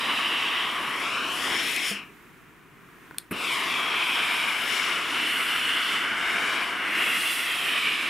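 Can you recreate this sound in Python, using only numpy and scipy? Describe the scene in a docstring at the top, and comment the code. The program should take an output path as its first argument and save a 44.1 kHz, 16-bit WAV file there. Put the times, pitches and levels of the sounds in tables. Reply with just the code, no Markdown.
"""Steam hisses from the sole plate of an iron hovering over a knitted blanket, close to a stereo camera.
The hiss is shaped noise in six parts; echoes off board and wool comb it as the iron moves.
The trigger clicks, the valve shuts with a thud and the steam fades to room tone and hum.
Two creaks, a click and a pop start the steam again; clicks and knocks are decaying modes with a noise crack."""
import sys
import numpy as np
from scipy import signal
from scipy.io import wavfile
from scipy.ndimage import uniform_filter1d

SR = 44100
rng = np.random.default_rng(int(sys.argv[2]) if len(sys.argv) > 2 else 0)


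def transcribe(u):
    """Save the signal u as a 16-bit wav file named by the first command-line argument.

    u: samples, shape (n,) or (channels, n), limited to [-1, 1]; the rate is SR.
    q: integer samples, one column per channel.
    """
    v = np.clip(np.atleast_2d(u).T, -1, 1)
    q = np.round(v * 32767).astype(np.int16)
    wavfile.write(sys.argv[1], SR, q)


N = 356935  # samples
HOP = 256  # samples between steam frames
HZ = np.fft.rfftfreq(4 * HOP, 1 / SR)[:, None]
T = np.arange(N // HOP + 9) * HOP / SR  # frame times, s


def gain_of(db):
    """Decibels to amplitude."""
    return 10 ** (np.asarray(db) / 20)


def evened(x):
    """Scales to rms 1."""
    return x / np.sqrt(np.mean(x ** 2) + 1e-20)


def read(points, hz):
    """Reads a spectrum table on a log-frequency axis."""
    f, value = np.transpose(points)
    return np.interp(np.log(hz + 1), np.log(f + 1), value)


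def follow(rows, t):
    """The columns of a time curve, read at times t."""
    s, *columns = np.transpose(rows)
    return [np.interp(t, s, c) for c in columns]


def humps(modes):
    """Bell-shaped lifts over frequency, from rows of centre Hz, width Hz and lift."""
    return sum(lift / (1 + (2 * (HZ - f) / width) ** 2) for f, width, lift in modes)


def noise(size, same, pan_db, hop):
    """Stereo noise whose short-time spectra have the given size; 'same' is the left-right likeness."""
    bins, frames = size.shape
    a, b, c, d = rng.standard_normal((frames, bins, 4)).T
    same = np.clip(same, -1, 1)
    left = a + 1j * b
    right = same * left + np.sqrt(1 - same ** 2) * (c + 1j * d)
    spectra = np.array([left, right]) * size * gain_of([pan_db / 2, -pan_db / 2])
    count = 2 * bins - 2
    sound = signal.istft(spectra, nperseg=count, noverlap=count - hop)[1]
    return sound[:, :N] * np.sqrt(count / hop / 3)


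def echo(ms, strength, dull_hz, small_hz, sheen=0):
    """A delayed copy; wool swallows its treble, and bass bends round the small reflector."""
    treble_loss = sheen + (1 - sheen) / (1 + (HZ / dull_hz) ** 4)
    bass_loss = 1 + (small_hz / (HZ + 1)) ** 4
    return strength * treble_loss / bass_loss * np.exp(-2j * np.pi * HZ * ms / 1000)


# echo of the jets off the board, later as the iron draws away: start_s, delay_ms, strength (0-1)
BOARD_ECHO = [(0, 1.033, 0.45), (.8, 1.07, 0.17), (1.12, 0.78, 0.64), (1.74, 0.48, 0.43),
              (2.05, 0.757, 0.7), (3.37, 0.71, 0.3), (3.5, 0.92, 0.7), (3.8, 1.19, 0.27), (4.4, 1.32, 0.3),
              (5.0, 1.42, .2), (5.4, 1.41, 0.3), (6.0, 1.4, 0.36), (6.6, 1.3, 0.47), (7.0, 1.49, 0.27),
              (7.4, 1.46, 0.54), (8.09, 1.8, 0.2)]


def board_echo(sheen=0.7, blur_ms_per_s=0.15):
    """Reflection off the board; part of its treble survives (sheen), less while the delay slides fast."""
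    delay_ms, strength = follow(BOARD_ECHO, T)
    speed = uniform_filter1d(abs(np.gradient(delay_ms, T)), size=40)
    return echo(delay_ms, strength, 4300., 1100., sheen / (1 + (speed / blur_ms_per_s) ** 2))


# echo off the folds of wool: start_s, delay_ms, strength (0-1)
FOLD_ECHO = [(0, .78, 0.08), (.75, 0.89, 0.15), (1.1, .5, 0.05), (1.3, 0.61, 0), (1.5, 0.22, 0.1),
             (1.74, .4, 0), (2.05, 0.38, 0.4), (3.5, .8, 0.22), (3.72, 0.88, 0.3), (4.6, 0.81, 0.1),
             (4.85, 0.64, 0), (5.2, 0.68, 0.3), (6.2, 0.63, 0.34), (6.45, 0.48, 0.04), (6.8, 0.65, 0.25),
             (7.25, 0.67, 0.27), (7.6, 0.61, 0.03), (7.8, .77, 0.16), (8.09, 0.77, 0.2)]


def fold_echo():
    """Reflection off the wool folds, with no treble sheen."""
    return echo(*follow(FOLD_ECHO, T), 4500., 900.)


# whistling resonances in the jets: centre_hz, width_hz, relative_level_db
WHISTLE_TONES = [(5350, 650, 6), (6900, 400, 0.5), (9600, 500, 1.5)]
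# how strongly they sound: start_s, amount (0-1)
WHISTLE_AMOUNT = [(1.3, .2), (1.5, .6), (1.7, 0.54), (1.82, .3), (1.92, 1), (2.0, 0.42), (3.4, 0.087),
                  (4.6, 0.48), (5.0, 0.19), (8.09, 0.04)]


def whistle():
    """Narrow bands of the hiss that swell and sink together, as a weight over frequency and time."""
    tones = [(f, width, gain_of(db)) for f, width, db in WHISTLE_TONES]
    return humps(tones) * follow(WHISTLE_AMOUNT, T)[0]


# body of the hiss with the valve open: start_s, level_db
BODY_LEVEL = [(0, -27), (.55, -27), (.86, -33), (1.08, -30.5), (1.3, -31), (1.6, -27.5), (1.9, -30),
              (3.55, -27.5), (3.89, -29), (4.06, -26.5), (4.35, -26), (4.55, -29), (4.77, -27),
              (5.02, -29.5), (5.2, -27), (6.0, -27), (6.14, -31.5), (6.3, -27), (6.59, -27.5), (6.79, -32),
              (7.02, -25.5), (7.5, -27.5), (7.8, -25), (8.09, -28.5)]
# share of the body's power in its brighter half: start_s, share_db
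BRIGHT_SHARE = [(0, -1.5), (.65, -2), (1.0, -5.5), (1.35, -0.7), (1.8, -6), (1.9, -3), (3.5, -5),
                (4.2, -2.5), (4.55, -5), (5.15, -3), (5.9, -2), (6.3, -7), (6.75, -6), (7.0, -4.5),
                (8.09, -4)]
# low hiss, strong near the wool, thin when the plate is lifted: start_s, hollow_db, rumble_db
LOW_LEVELS = [(0, -33, -39.5), (.8, -33, -40.5), (1.3, -32.5, -41), (1.56, -34, -35.5),
              (1.68, -39.5, -42.5), (1.9, -41, -45), (3.5, -32.5, -40), (4.2, -31, -43), (4.8, -33, -41),
              (5.5, -34, -42.5), (6.2, -29.5, -41), (6.9, -32, -39), (7.25, -36, -44), (8.09, -36.5, -43.5)]
# treble, strong when the plate is raised or turned to show its jets: start_s, fizz_db, top_fizz_db
TREBLE_LEVELS = [(0.05, -45, -48.5), (0.918, -49, -50.5), (1.012, -43.5, -49.5), (1.254, -46.5, -52),
                 (1.342, -42, -43.5), (1.594, -35.5, -43), (1.72, -38, -38), (1.8, -40, -44),
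                 (1.89, -32, -37), (1.905, -33.5, -37), (3.55, -39.5, -43), (3.89, -46.5, -50),
                 (4.08, -43.5, -44), (4.61, -43.5, -44.5), (4.73, -36.5, -43), (5.05, -44.5, -49),
                 (5.34, -44.5, -41), (5.93, -43.5, -45.5), (6.14, -48, -54), (6.32, -42.5, -48.5),
                 (6.54, -42.5, -48.5), (6.83, -51, -54.5), (7.01, -44, -41.5), (7.31, -39.5, -35),
                 (7.48, -44, -39.5), (8.05, -44.5, -48)]
# how each part obeys the valve, rumble to top fizz: fade_db_per_s, opening_shortfall_db, opening_spit_db
VALVE_RESPONSE = [(105, 1.5, 4), (87, 8, 3), (112, 14, 5), (154, 8, -8), (253, 20, -4), (305, 13, 21.5)]


def part_levels(shut, start, build_s=0.087, spit_after_s=.008, spit_s=.012):
    """Part levels in dB: pose of the iron, fade after shutting, then spit of water and build-up on opening."""
    body, bright = follow(BODY_LEVEL, T)[0], follow(BRIGHT_SHARE, T)[0]
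    hollow, rumble = follow(LOW_LEVELS, T)
    fizz, top_fizz = follow(TREBLE_LEVELS, T)
    dark = 10 * np.log10(1 - np.clip(gain_of(2 * bright), 0, .9))  # the rest of the body's power
    fade, shortfall, spit = np.transpose(VALVE_RESPONSE)[:, :, None]
    closing_db = -fade * np.maximum(T - shut, 0)
    since = np.maximum(T - start, 0)
    opening_db = spit * np.exp(-((since - spit_after_s) / spit_s) ** 2)
    opening_db -= shortfall * np.exp(-since / build_s)
    valve_db = np.where(T < (shut + start) / 2, closing_db, opening_db)
    return np.array([rumble, hollow, body + dark, body + bright, fizz, top_fizz]) + valve_db


# spectral shape of the jets, before each part is set to its level: pitch_hz, relative_level_db_per_hz
JET_SPECTRUM = [(40, -31), (100, -28.5), (250, -16), (580, -18.5), (830, -15.5), (970, -10.5), (1500, -8),
                (2600, -2.5), (3300, -3.5), (4400, -17), (5800, -20.5), (6500, -24.5), (9000, -19.5),
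                (12000, -21.5), (16000, -37)]
# resonances of steam channels and microphone housing: centre_hz, width_hz, lift_db
CHANNEL_LIFTS = [(252, 30, 3), (335, 70, 5), (440, 50, 3), (685, 70, 5), (1120, 300, 4), (2300, 300, 2),
                 (2950, 400, 3), (5300, 800, 3), (7100, 400, 3), (8000, 400, 2), (9250, 400, 3),
                 (10600, 400, 1.5)]
# bands of rumble, hollow, dark body, bright body, fizz, top fizz: low_hz, high_hz
PART_BANDS = [(120, 800), (850, 1700), (1800, 2600), (2600, 4000), (4500, 8000), (8500, 15000)]
# stereo likeness of the hiss: pitch_hz, likeness (0-1)
STEAM_LIKENESS = [(60, 0.1), (150, 0.77), (380, 0.97), (950, 0.92), (2000, .9), (3500, 0.91), (5500, 0.88),
                  (7000, 1), (8500, 1), (11000, 0.89), (15000, 0.92)]
# where the iron is across the picture, before the per-band weight: start_s, left_minus_right_db
IRON_PAN = [(0.05, 0.0), (0.606, 1.0), (0.786, 2), (1.744, 4.5), (1.9, 3.5), (3.5, 2.5), (3.58, 3),
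            (4.34, 1), (4.73, 5), (5.26, 0.5), (6.03, 0.5), (6.33, 2), (6.63, 3), (6.96, 0.5), (8.05, -1)]
# per-band weight of that pan: pitch_hz, share
PAN_SHARE = [(300, .05), (1300, .1), (2000, 1.1), (5500, 1.1), (7000, .1), (8500, .3), (11000, 1.0),
             (15000, .4)]


def steam(patchy_db=1.0, flicker_db=0.71, whistle_db=6.5, drain_s=.26):
    """Turbulent jets: one spectrum, combed by echoes, whose parts rise and fall with the pose of the iron."""
    comb = abs((1 + board_echo()) * (1 + fold_echo()))
    jets_db = read(JET_SPECTRUM, HZ) + humps(CHANNEL_LIFTS) + whistle_db * whistle()
    shape = comb * gain_of(jets_db)
    bands = [(HZ[:, 0] > lo) & (HZ[:, 0] < hi) for lo, hi in PART_BANDS]
    part_db = [10 * np.log10((shape[band] ** 2).sum(0)) for band in bands]
    shut, start = SHUT_KNOCK[0][0], POP_KNOCK[0][0] - .003
    levels = part_levels(shut, start) - part_db
    # crossfade from part to part between the band middles
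    middles = np.sqrt(np.prod(PART_BANDS, axis=1))
    weights = np.eye(len(PART_BANDS))
    blend = np.hstack([read(np.transpose([middles, row]), HZ) for row in weights])
    field_db = blend @ levels
    # turbulence: small drifting patches, and a flicker shared over wide bands
    patches, flicker = rng.standard_normal((len(T), len(HZ), 2)).T
    patches = uniform_filter1d(uniform_filter1d(patches, size=8, axis=0), size=30, axis=1)
    flicker = uniform_filter1d(uniform_filter1d(flicker, size=120, axis=0), size=8, axis=1)
    field_db += patchy_db * evened(patches) + flicker_db * evened(flicker)
    # the last steam drains away by drain_s after shutting; opening takes 3.1 ms
    t = np.arange(N) / SR
    valve = np.clip(np.maximum((shut + drain_s - t) / .14, (t - start) / 0.0031), 0, 1)
    pan_db = follow(IRON_PAN, T)[0] * read(PAN_SHARE, HZ)
    return valve * noise(shape * gain_of(field_db), read(STEAM_LIKENESS, HZ), pan_db, HOP)


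# mains hum, before a small stereo tilt: pitch_hz, rms_db
MAINS_HUM = [(50, -70.5), (150, -70), (250, -69), (300, -70), (350, -73)]


def mains_hum():
    """Steady sines at mains harmonics, a little louder at left and 0.15 cycle ahead at right."""
    t, lead = np.arange(N) / SR, np.array([[0], [.15]])
    hum = sum(np.sqrt(2) * gain_of(db) * np.sin(2 * np.pi * (f * t + rng.random() + lead))
              for f, db in MAINS_HUM)
    return hum * gain_of([[.8], [-.8]])


# room tone and faint simmer of the idle iron, with the rustle of wool in the treble:
# start_s, level_db, rustle_db, rustle_left_minus_right_db
IDLE_LEVELS = [(2.15, -50.5, 1.5, -3), (2.662, -52.5, -1, 1.5), (3.068, -49.5, 1, -0.5),
               (3.186, -51, 1, 1.0), (3.3, -55, 1, -2.0)]
# shape of the murmur, before it is set to its level: pitch_hz, relative_level_db_per_hz
ROOM_SPECTRUM = [(20, -20), (50, -12), (85, -11.5), (150, -1.5), (270, -6.5), (400, -6), (580, -21.5),
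                 (700, -15), (830, -18.5), (1000, -10.5), (1400, -9), (2400, -13.5), (4500, -30.5),
                 (16000, -31)]
# stereo likeness of the murmur: pitch_hz, likeness (0-1)
ROOM_LIKENESS = [(40, .4), (100, 0.5), (240, 0.78), (950, 0.87), (3770, 0.6), (15000, 0.75)]


def room_tone():
    """Low murmur of the house and boiler with steady bass, shifting simmer and a little rustle on top."""
    hz, t = np.fft.rfftfreq(2048, 1 / SR)[:, None], np.arange(N // 512 + 5) * 512 / SR
    level_db, rustle_db, pan_db = follow(IDLE_LEVELS, t)
    treble = 1 / (1 + (2500.0 / (hz + 1)) ** 4)
    above_bass = 1 / (1 + (130.0 / (hz + 1)) ** 4)
    shape = gain_of(read(ROOM_SPECTRUM, hz))
    shape /= np.linalg.norm(shape[(hz > 100) & (hz < 3000)])
    steady_db = np.median(level_db)
    size_db = steady_db + (level_db - steady_db) * above_bass + rustle_db * treble
    return noise(shape * gain_of(size_db), read(ROOM_LIKENESS, hz), pan_db * treble, hop=512)


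def knocks(events, modes, rise_s, crack_db, tail_db, tail_t60):
    """Each knock cracks and rings its modes; nearby walls return its front as a short diffuse tail."""
    t, out = np.arange(SR // 3) / SR, np.zeros((2, N + SR))
    for s, db, pan_db in events:
        ring = sum(-gain_of(d - 60 * t / t60) * np.sin(2 * np.pi * f * t) for f, d, t60 in modes)
        crack = signal.lfilter([1, 0, -1], 1, rng.standard_normal(len(t)))  # mid and treble only
        crack *= gain_of(crack_db - 60 * t / 0.011)
        knock = (ring / abs(ring).max() + crack) * np.clip(t / rise_s, 0, 1)
        knock /= abs(knock).max()
        front = knock * np.exp(-t / rise_s)
        # the reflections start after 6 ms and differ partly between the channels
        taps = rng.standard_normal((2, len(t))) * (t > .006) * gain_of(-60 * t / tail_t60)
        taps = taps[0] + .5 * taps * [[0], [1]]
        taps /= np.linalg.norm(taps[0])
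        tail = signal.fftconvolve(front[None], taps, axes=1)[:, :len(t)]
        gain = gain_of(db + np.array([[pan_db], [-pan_db]]) / 2)
        out[:, round(s * SR):][:, :len(t)] += gain * (knock + gain_of(tail_db) * tail)
    return out[:, :N]


# trigger switch, peak before pan and tail: start_s, peak_db, left_minus_right_db
SWITCH_CLICKS = [(1.7630, -18, 0), (3.1833, -12, 2.5)]
# its ringing modes: pitch_hz, relative_level_db, t60_s
SWITCH_MODES = [(1700, -5, .008), (2500, 2, 0.0054), (3520, 3, 0.0089), (4140, 1, 0.0085),
                (6200, -2, 0.0046), (8700, 5, 0.0082), (10000, 0, 0.0085), (10900, -1, 0.011),
                (11900, -9, 0.0055), (13900, -13, .005)]


def switch_clicks():
    """The trigger switch snaps, ringing bright, short modes."""
    return knocks(SWITCH_CLICKS, SWITCH_MODES, rise_s=.0005, crack_db=-20, tail_db=-6, tail_t60=0.16)


# valve shutting, peak before pan and tail: start_s, peak_db, left_minus_right_db
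SHUT_KNOCK = [(1.91, -26.5, 0.0)]
# its ringing modes: pitch_hz, relative_level_db, t60_s
SHUT_RING = [(203, -1, 0.24), (452, 1, 0.07), (672, -5, 0.084)]


def valve_thud():
    """The shutting valve rings low modes with a soft front."""
    return knocks(SHUT_KNOCK, SHUT_RING, rise_s=.0045, crack_db=-30, tail_db=-6, tail_t60=.15)


# finger taking up the trigger, peak before pan and tail: start_s, peak_db, left_minus_right_db
TRIGGER_CREAKS = [(3.11, -31.5, 2), (3.145, -35.5, 0.0)]
# its ringing modes: pitch_hz, relative_level_db, t60_s
TRIGGER_MODES = [(350, -1, .015), (1020, -0.5, 0.02), (1490, 6, 0.013), (2300, -6, .007), (3500, -10, .004),
                 (5000, -10, .004)]


def trigger_creaks():
    """The trigger gives quiet taps with quickly damped modes as the finger takes it up."""
    return knocks(TRIGGER_CREAKS, TRIGGER_MODES, rise_s=.0005, crack_db=-28, tail_db=-2, tail_t60=.1)


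# valve opening, peak before pan and tail: start_s, peak_db, left_minus_right_db
POP_KNOCK = [(3.3114, -23.5, .5)]
# its ringing modes: pitch_hz, relative_level_db, t60_s
POP_RING = [(117, -12.5, 0.14), (191, -5, 0.099), (258, 7.5, 0.034), (324, -4, 0.082), (424, -4.5, 0.057)]


def valve_pop():
    """The opening valve pops with short low modes and a soft front."""
    return knocks(POP_KNOCK, POP_RING, rise_s=.0045, crack_db=-32, tail_db=-3, tail_t60=0.21)


def scene():
    """Steam, room tone and hum, and the mechanics of trigger and valve."""
    background = room_tone() + mains_hum()
    mechanics = switch_clicks() + valve_thud() + trigger_creaks() + valve_pop()
    return steam() + background + mechanics


def record(dry):
    """The band limit of the recorder: a steep low-pass at 15.7 kHz."""
    low_pass = signal.firwin(511, 15700, window=("kaiser", 9), fs=SR)
    return signal.oaconvolve(dry, low_pass[None], "same")


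dry = scene()
out = record(dry)
transcribe(out)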